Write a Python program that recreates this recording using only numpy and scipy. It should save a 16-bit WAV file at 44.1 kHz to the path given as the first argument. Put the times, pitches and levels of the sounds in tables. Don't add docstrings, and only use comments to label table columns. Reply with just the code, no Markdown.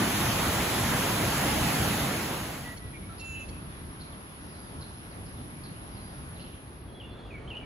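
import sys
import numpy as np
from scipy import signal
from scipy.io import wavfile
from scipy.ndimage import uniform_filter1d

SR = 44100
rng = np.random.default_rng(int(sys.argv[2]) if len(sys.argv) > 2 else 0)


def output_pcm(signal):
    pcm = np.clip(np.atleast_2d(signal).T, -1, 1) * 32767
    wavfile.write(sys.argv[1], SR, np.round(pcm).astype(np.int16))


def decibels_to_gain(level_db):
    exponent = np.asarray(level_db, float) / 20
    return 10 ** exponent


N = 337365
FRAMES = -(-N // 256) + 1
GRID = 858


def columns(rows, at):
    first, *rest = np.transpose(rows)
    return [np.interp(at, first, c) for c in rest]


def add(mix, start_s, sound):
    part = mix[:, round(start_s * SR):][:, :sound.shape[1]]
    part += sound[:, :part.shape[1]]


def smooth(x, *spans):
    for axis, span in enumerate(spans):
        x = uniform_filter1d(x, max(int(span), 1), axis)
    return x / np.sqrt(np.mean(x ** 2) + 1e-20)


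# f/Hz, share of forward sound [0-1], right leads by [radians]
PORT_PATH = [(6500, 0, 0), (7800, 1, 2.1), (8550, 1, 3.14), (11000, 1, 6.28), (13400, 1, 9.42),
             (15700, 1, 12.57)]


def at_ports(z, other, side, aside=0.28, off_axis=0.):
    hz = np.fft.rfftfreq(1024, 1 / SR)
    same, lead, pan_db = columns(side, hz)
    forward, path = columns(PORT_PATH, hz)
    path = path + off_axis * forward
    forward_same = 1 - aside * np.sin(path) ** 2
    same = np.clip(same + forward * (forward_same - same), 0, 1)[:, None]
    wrapped_lead = np.angle(np.exp(1j * lead))
    phase = np.where(forward > 0, path + (1 - forward) * wrapped_lead, lead)
    turn = np.exp(1j * phase)[:, None]
    tilt = decibels_to_gain(pan_db * (1 - forward) / 2)[:, None]
    left = z * tilt
    right = (same * z + np.sqrt(1 - same ** 2) * other) * turn / tilt
    pair = np.array([left, right])
    return pair / np.sqrt((abs(pair) ** 2).sum(axis=1).mean() / 3)


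def air(spectrum, side, level_db, patchy_db, swell_db):
    hz = np.fft.rfftfreq(1024, 1 / SR)
    a, b, c, d, patches = rng.standard_normal((FRAMES, 513, 5), dtype="f4").T
    swell = smooth(rng.standard_normal(FRAMES), 30) * np.exp(-hz / 400)[:, None]
    f, db = np.transpose(spectrum)
    colour = np.interp(np.log(hz + 1), np.log(f), db) - 60 * (hz < 20)
    colour -= 6 * np.maximum(hz - 14500, 0) / 1000
    gain = decibels_to_gain(colour[:, None] + patchy_db * smooth(patches, 12, 14) + swell_db * swell)
    return decibels_to_gain(level_db) * at_ports(gain * (a + 1j * b), gain * (c + 1j * d), side)


# f/Hz, left-right likeness [0-1], right leads by [radians], left-right level/dB
WEIR_PLACE = [(100, .985, .1, 0), (300, .97, .2, 0), (500, .62, .2, -1), (750, .65, .4, -4.5),
              (1250, .7, .3, -1.5), (2000, .45, 0, -.5), (2600, .1, 0, -.5), (3300, .35, 1.2, -.5),
              (4000, .12, -.5, -1), (5000, .45, -3, -2), (5700, .15, -4.3, -2), (6500, .68, -6, -1)]
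# f/Hz, level/dB
WEIR_COLOUR = [(25, -42), (50, 1), (100, -0.2), (220, 0.0), (330, -4), (450, -8.5), (750, -7), (1300, -10),
               (3000, -13.5), (4200, -17.5), (5500, -20), (8000, -19), (11000, -18.5), (14300, -21.4)]


def weir():
    return air(WEIR_COLOUR, WEIR_PLACE, -26.5, patchy_db=1.06, swell_db=0.1)


# f/Hz, left-right likeness [0-1], right leads by [radians], left-right level/dB
POND_PLACE = [(100, .96, .2, 0), (300, .85, .3, 0), (480, .3, .3, 0), (800, .62, -1.9, 0),
              (1500, .38, -2.6, 0), (2300, .4, -3.1, 0), (3700, .1, -4, 0), (4500, .25, -4, 0),
              (6500, .05, -6, 0)]


def insects(hz, width, rate, level_db, crowd, off_axis):
    drift = smooth(rng.standard_normal(N), 6100)
    turns = np.cumsum(rate * (1 + 0.0302 * drift)) / SR
    buzz = crowd + (1 - crowd) * 2 * np.cos(np.pi * turns) ** 4
    clicks = buzz * rng.standard_normal((2, N), dtype="f4")
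    f, _, z = signal.stft(clicks, SR, nperseg=1024, noverlap=768)
    skirt = np.where(f > hz, .48, 1)
    z = z * np.exp(-2 * ((f - hz) / width / skirt) ** 2)[:, None]
    return decibels_to_gain(level_db) / 2 * at_ports(z[0], z[1], POND_PLACE, aside=0.046, off_axis=off_axis)


# f/Hz, level/dB
POND_COLOUR = [(25, -10.5), (50, 2.5), (90, -0.2), (200, -6), (330, -10), (480, -16.5), (1000, -16.5),
               (2000, -23), (3500, -28), (5500, -33.5), (7500, -44), (9000, -46), (12600, -53),
               (13800, -56)]
# f/Hz, width [Hz], buzzes a second [1/s], level/dB,
# share of singers out of step [0-1], off the axis by [radians]
NEAR_CICADA = (10801, 1900, 133, -54, 0.76, 0.13)
TOP_CICADA = (13900, 900, 131, -83, .9, -2)


def pond():
    still = air(POND_COLOUR, POND_PLACE, -41.5, patchy_db=1.13, swell_db=0.5)
    return still + insects(*NEAR_CICADA) + insects(*TOP_CICADA)


# f/Hz, left-right likeness [0-1], right leads by [radians], left-right level/dB
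BANK_PLACE = [(100, .95, 0, 0), (500, .75, -.6, 0), (1000, .55, -.9, 0), (1700, .3, 0, 0), (6500, .4, 0, 0)]
# f/Hz, level/dB
BANK_COLOUR = [(25, -12), (50, 2), (90, -4.5), (200, -10.5), (350, -11.5), (600, -18.5), (1100, -22.5),
               (1800, -27.5), (4200, -38), (5500, -47.5), (7300, -52), (9500, -49), (12300, -53),
               (13800, -58.5)]
# f/Hz, width [Hz], buzzes a second [1/s], level/dB,
# share of singers out of step [0-1, above 1 inverts the beat], off the axis by [radians]
THIN_KATYDID = (8550, 500, 111, -71, 4, 0)
DISTANT_CICADA = (10501, 1000, 120.5, -70, 1, -.3)


def bank():
    traffic = air(BANK_COLOUR, BANK_PLACE, -41, patchy_db=1.0, swell_db=1.0)
    return traffic + insects(*THIN_KATYDID) + insects(*DISTANT_CICADA)


# start t/s, length t/s
PLACE_CHANGES = [
    (1.854, 0.97),
    (6.3, 0.95),
]


def backdrops():
    t = np.arange(FRAMES) * 256 / SR
    first, second = (np.clip((t - s) / length, 0, 1) for s, length in PLACE_CHANGES)
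    z = (1 - first) * weir()
    z += (first - second) * pond()
    z += second * bank()
    return signal.istft(z, nperseg=1024, noverlap=768)[1][:, :N]


def trees(x, wet_db, t60):
    t = np.arange(SR // 2) / SR
    signs = rng.choice([-1., 1.], (2, len(t)))
    hits = rng.random((2, len(t))) < .05
    taps = signs * hits * decibels_to_gain(-60 * t / t60) * (t > .012)
    taps = taps / np.linalg.norm(taps[0])
    return x + decibels_to_gain(wet_db) * signal.fftconvolve(x, taps, axes=1)[:, :N]


def voice(hz, level_db, rough, pan_db, lead, partials=((1, 0),)):
    flutter = [smooth(smooth(v, 48), 48) for v in rng.standard_normal((2, len(hz)))]
    rough_hz = hz + 430 * rough ** 2 * flutter[0]
    turn = 2 * np.pi * np.cumsum(rough_hz) / SR + lead * np.arange(2)[:, None]
    tone = sum(decibels_to_gain(db) * np.sin(k * turn) for k, db in partials)
    gain = np.sqrt(2) * decibels_to_gain(level_db + np.array([[pan_db], [-pan_db]]) / 2)
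    return gain * (1 - rough / 2 + rough * flutter[1]) * tone


def notes(rows, pan_db, lead, rough, glide=0., skew=.69, partials=((1, 0),)):
    out = np.zeros((2, N))
    for s, length, first_hz, *last_hz, db in rows:
        u = np.arange(0, length, 1 / SR) / length
        rise_hz = last_hz[0] - first_hz if last_hz else glide * first_hz
        note = voice(first_hz + rise_hz * u, db, rough, pan_db, lead, partials)
        add(out, s, note * np.sin(np.pi * u ** skew) ** 0.35)
    return out


# t/s after its start, f/Hz, level/dB
PHRASE = [
    (0, 5900, -14),
    (.025, 4650, -2),
    (.048, 5250, -4),
    (.075, 4250, 2),
    (.1, 3960, -2),
    (.118, 4900, -1),
    (.15, 4700, -4),
    (.18, 5000, -5),
    (.235, 4250, -6),
]
# t/s, level/dB, right leads by [radians]
PHRASE_AT = [
    (4.47, -62.5, 1.5),
    (5.9, -61, 1.7),
]


def warbler():
    t = np.arange(0, PHRASE[-1][0], 1 / SR)
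    hz, db = columns(PHRASE, t)
    hz = uniform_filter1d(hz, 200)
    out = np.zeros((2, N))
    for s, sung_db, lead in PHRASE_AT:
        add(out, s, voice(hz, db + sung_db, .1, 1, lead) * signal.windows.tukey(len(t), .1))
    return out


# t/s, peak level/dB
SPARROW_CHIRPS = [
    (3.18, -52),
    (3.998, -52.5),
    (4.81, -52.5),
    (5.635, -53.5),
    (6.395, -55),
]
# t/s, top f/Hz, peak level/dB
SPARROW_CHIPS = [
    (3.83, 3900, -63),
    (4.12, 3700, -59),
    (4.97, 5900, -64),
    (5.11, 5100, -59),
    (5.26, 5200, -58),
    (5.37, 3900, -60),
    (6.35, 4600, -59),
    (6.478, 4200, -61),
]
# t/s, peak level/dB
SPARROW_CHURRS = [
    (6.39, -57),
    (6.44, -55),
    (6.53, -59),
]


def sparrows():
    cores = [(s, .045, 4310, db) for s, db in SPARROW_CHIRPS]
    tips = [(s, .02, 5150, db - 8) for s, db in SPARROW_CHIRPS]
    chips = [(s, .03, hz, db) for s, hz, db in SPARROW_CHIPS]
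    churrs = [(s, .038, 2700, db) for s, db in SPARROW_CHURRS]
    out = notes(cores, -4, 1.3, rough=.66, glide=-0.0504)
    out += notes(tips, -6, 1.4, rough=.4, glide=-.07)
    out += notes(chips, -4, 1.4, rough=.55, glide=-.26)
    return out + notes(churrs, -3, 1.3, rough=0.79, glide=.2)


# t/s, length t/s, first f/Hz, last f/Hz, peak level/dB
LIQUID_SYLLABLES = [(6.945, 0.053, 3390, 3330, -56.5), (7.0, 0.026, 3300, 2620, -46.5),
                    (7.033, 0.029, 2800, 2850, -49.5), (7.065, .04, 2750, 2750, -62),
                    (7.305, .03, 2590, 2230, -49.5), (7.34, .032, 2330, 2170, -45.5),
                    (7.375, .025, 2200, 2250, -59), (7.476, .016, 2960, 3350, -48),
                    (7.492, .009, 3220, 3150, -53), (7.503, .014, 3150, 2700, -40.5),
                    (7.516, .011, 2800, 2720, -41), (7.53, 0.023, 2600, 2480, -48),
                    (7.553, .016, 2880, 2900, -41), (7.569, 0.01, 2950, 3050, -38),
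                    (7.58, 0.015, 2890, 2800, -43), (7.607, .02, 2350, 2300, -56),
                    (7.63, .018, 2390, 2250, -51)]
# t/s, f/Hz, peak level/dB
FAR_TWITTER = [
    (6.88, 3300, -63),
    (6.92, 4150, -68),
    (7.11, 4300, -66),
    (7.19, 4300, -65),
    (7.26, 2800, -64),
]


def bank_birds():
    twitter = [(s, .04, hz, db) for s, hz, db in FAR_TWITTER]
    out = notes(LIQUID_SYLLABLES, -1.2, .3, rough=.13, skew=.45)
    out += notes(twitter, -1.2, .3, rough=.4, glide=-.03)
    whistle_at_s, whistle_s, whistle_hz, arch_hz, whistle_db = 7.0, .31, 3440, 200, -61.5
    u = np.arange(0, whistle_s, 1 / SR) / whistle_s
    hz = whistle_hz - arch_hz * ((u - .25) / .75) ** 2
    strands = voice(hz, whistle_db, .12 + .3 * u ** 2, -1.2, .3, partials=((1, -0.5), (1.065, -8)))
    add(out, whistle_at_s, strands * signal.windows.tukey(len(u), .3))
    return out


# t/s, length t/s, f/Hz, peak level/dB
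PIPING = [
    (2.65, 0.094, 1954, -44.5),
    (2.8, 0.098, 1960, -56.5),
    (2.93, .02, 1950, -53),
    (2.935, .045, 2390, -52),
    (2.94, 0.042, 2230, -52),
    (3.02, .034, 2230, -54),
    (3.06, .06, 2280, -62),
    (3.09, .052, 1335, -49),
]


def pipes():
    return notes(PIPING, -2.5, 1.1, rough=.25, glide=-0.011)


# t/s, length t/s, f/Hz, peak level/dB
SQUEAK_OPENING = [
    (3.195, .024, 1375, -55),
]
# multiple of the pitch [1], level/dB
OPENING_STACK = [(2, 5), (3, 0), (4, 1), (5, 1), (6, -12), (7, -3)]
TICK_STACK = [(2, -4), (3, -6), (4, 1.5), (5, -4), (6, -6), (7, -13), (8, -7)]
SQUEAK_STACK = [(1, -22), (2, 0), (3, -23), (4, -29)]
# t/s, length t/s, f/Hz, peak level/dB
SQUEAK_STRANDS = [
    (3.24, .13, 6900, -55.5),
    (3.39, .04, 6950, -59),
    (3.29, .08, 6600, -62),
    (3.4, .06, 6480, -62),
    (3.33, .11, 2890, -52),
    (3.33, .1, 2450, -59),
    (3.51, .09, 2615, -57),
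]
# t/s, peak level/dB
TICKS = [
    (2.77, -53.5),
    (3.487, -54),
]


def squeak():
    at_s, length_s, carried_hz, sag_hz, level_db = 3.21, .255, 2688, 85, -43
    attack_s, release_s = .008, .035
    t = np.arange(0, length_s, 1 / SR)
    hz = carried_hz - sag_hz * (t / length_s) ** 2
    shape = np.clip(np.minimum(t / attack_s, (length_s - t) / release_s), 0, 1)
    ticks = [(s, .017, 1112, db) for s, db in TICKS]
    out = notes(SQUEAK_OPENING, -2, .4, rough=.15, glide=-.015, partials=OPENING_STACK)
    out += notes(SQUEAK_STRANDS, -2, 1.2, rough=.33, glide=-.008)
    out += notes(ticks, -4, 0.36, rough=.25, partials=TICK_STACK)
    add(out, at_s, voice(hz / 2, level_db, .12, -3, .5, SQUEAK_STACK) * shape)
    return out


def scene():
    out = backdrops()
    out += trees(sparrows() + warbler(), -3, .5)
    out += trees(bank_birds(), -5, .5)
    return out + trees(pipes() + squeak(), -11, .6)


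def treble_gate(x, under_db, floor_db, chance_db, dead_db, from_hz):
    n, k = np.arange(2048), np.arange(1024)
    window = np.sin(np.pi * (n + .5) / 2048)[:, None]
    basis = (window * np.cos(np.pi / 1024 * np.outer(n + 512.5, k + .5))).astype("f4")
    x = x.astype("f4")
    both = np.array([x[0] + x[1], x[0] - x[1]]) / 2
    both = np.pad(both, ((0, 0), (2048 - GRID, 3072)))
    blocks = both[:, :both.shape[1] // 1024 * 1024].reshape(2, -1, 1024)
    lines = np.concatenate([blocks[:, :-1], blocks[:, 1:]], axis=2) @ basis / np.sqrt(512)
    band_db = 10 * np.log10((lines ** 2).reshape(2, -1, 32, 32).mean(axis=3) + 1e-20)
    loudest_db = band_db[:, :, 8:].max(axis=(0, 2))[:, None]
    limit = np.maximum(band_db[::-1] - under_db, floor_db + loudest_db / 4)
    limit = limit + chance_db * rng.standard_normal(band_db.shape)
    band = np.arange(32)
    low_limit = band_db - np.linspace(21, -19, 32) - 20 * (band < 1)
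    limit = np.where(band * SR / 64 < from_hz, low_limit, limit)
    keep = band_db > limit
    lines = lines * (abs(lines) > decibels_to_gain(np.repeat(limit, 32, axis=2) + dead_db))
    keep[1, :, 22:] = False
    keep[0, :, 23:] = False
    back = (lines * np.repeat(keep, 32, axis=2)) @ basis.T / np.sqrt(512)
    overlapped = (back[:, 1:, :1024] + back[:, :-1, 1024:]).reshape(2, -1)
    mid, side = overlapped[:, 1024 - GRID:][:, :N]
    return np.array([mid + side, mid - side])


def top_cut(x):
    return signal.sosfilt(signal.butter(12, 16390, fs=SR, output="sos"), x)


def record(dry):
    rumble_filter = signal.butter(4, 42, "high", fs=SR, output="sos")
    filtered = signal.sosfilt(rumble_filter, dry)
    limited = signal.oaconvolve(filtered, signal.firwin(127, 15700, fs=SR)[None], "same")
    mix = treble_gate(limited, under_db=6, floor_db=-58.5, chance_db=2, dead_db=-.5, from_hz=5500)
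    return top_cut(mix)


dry = scene()
out = record(dry)
output_pcm(out)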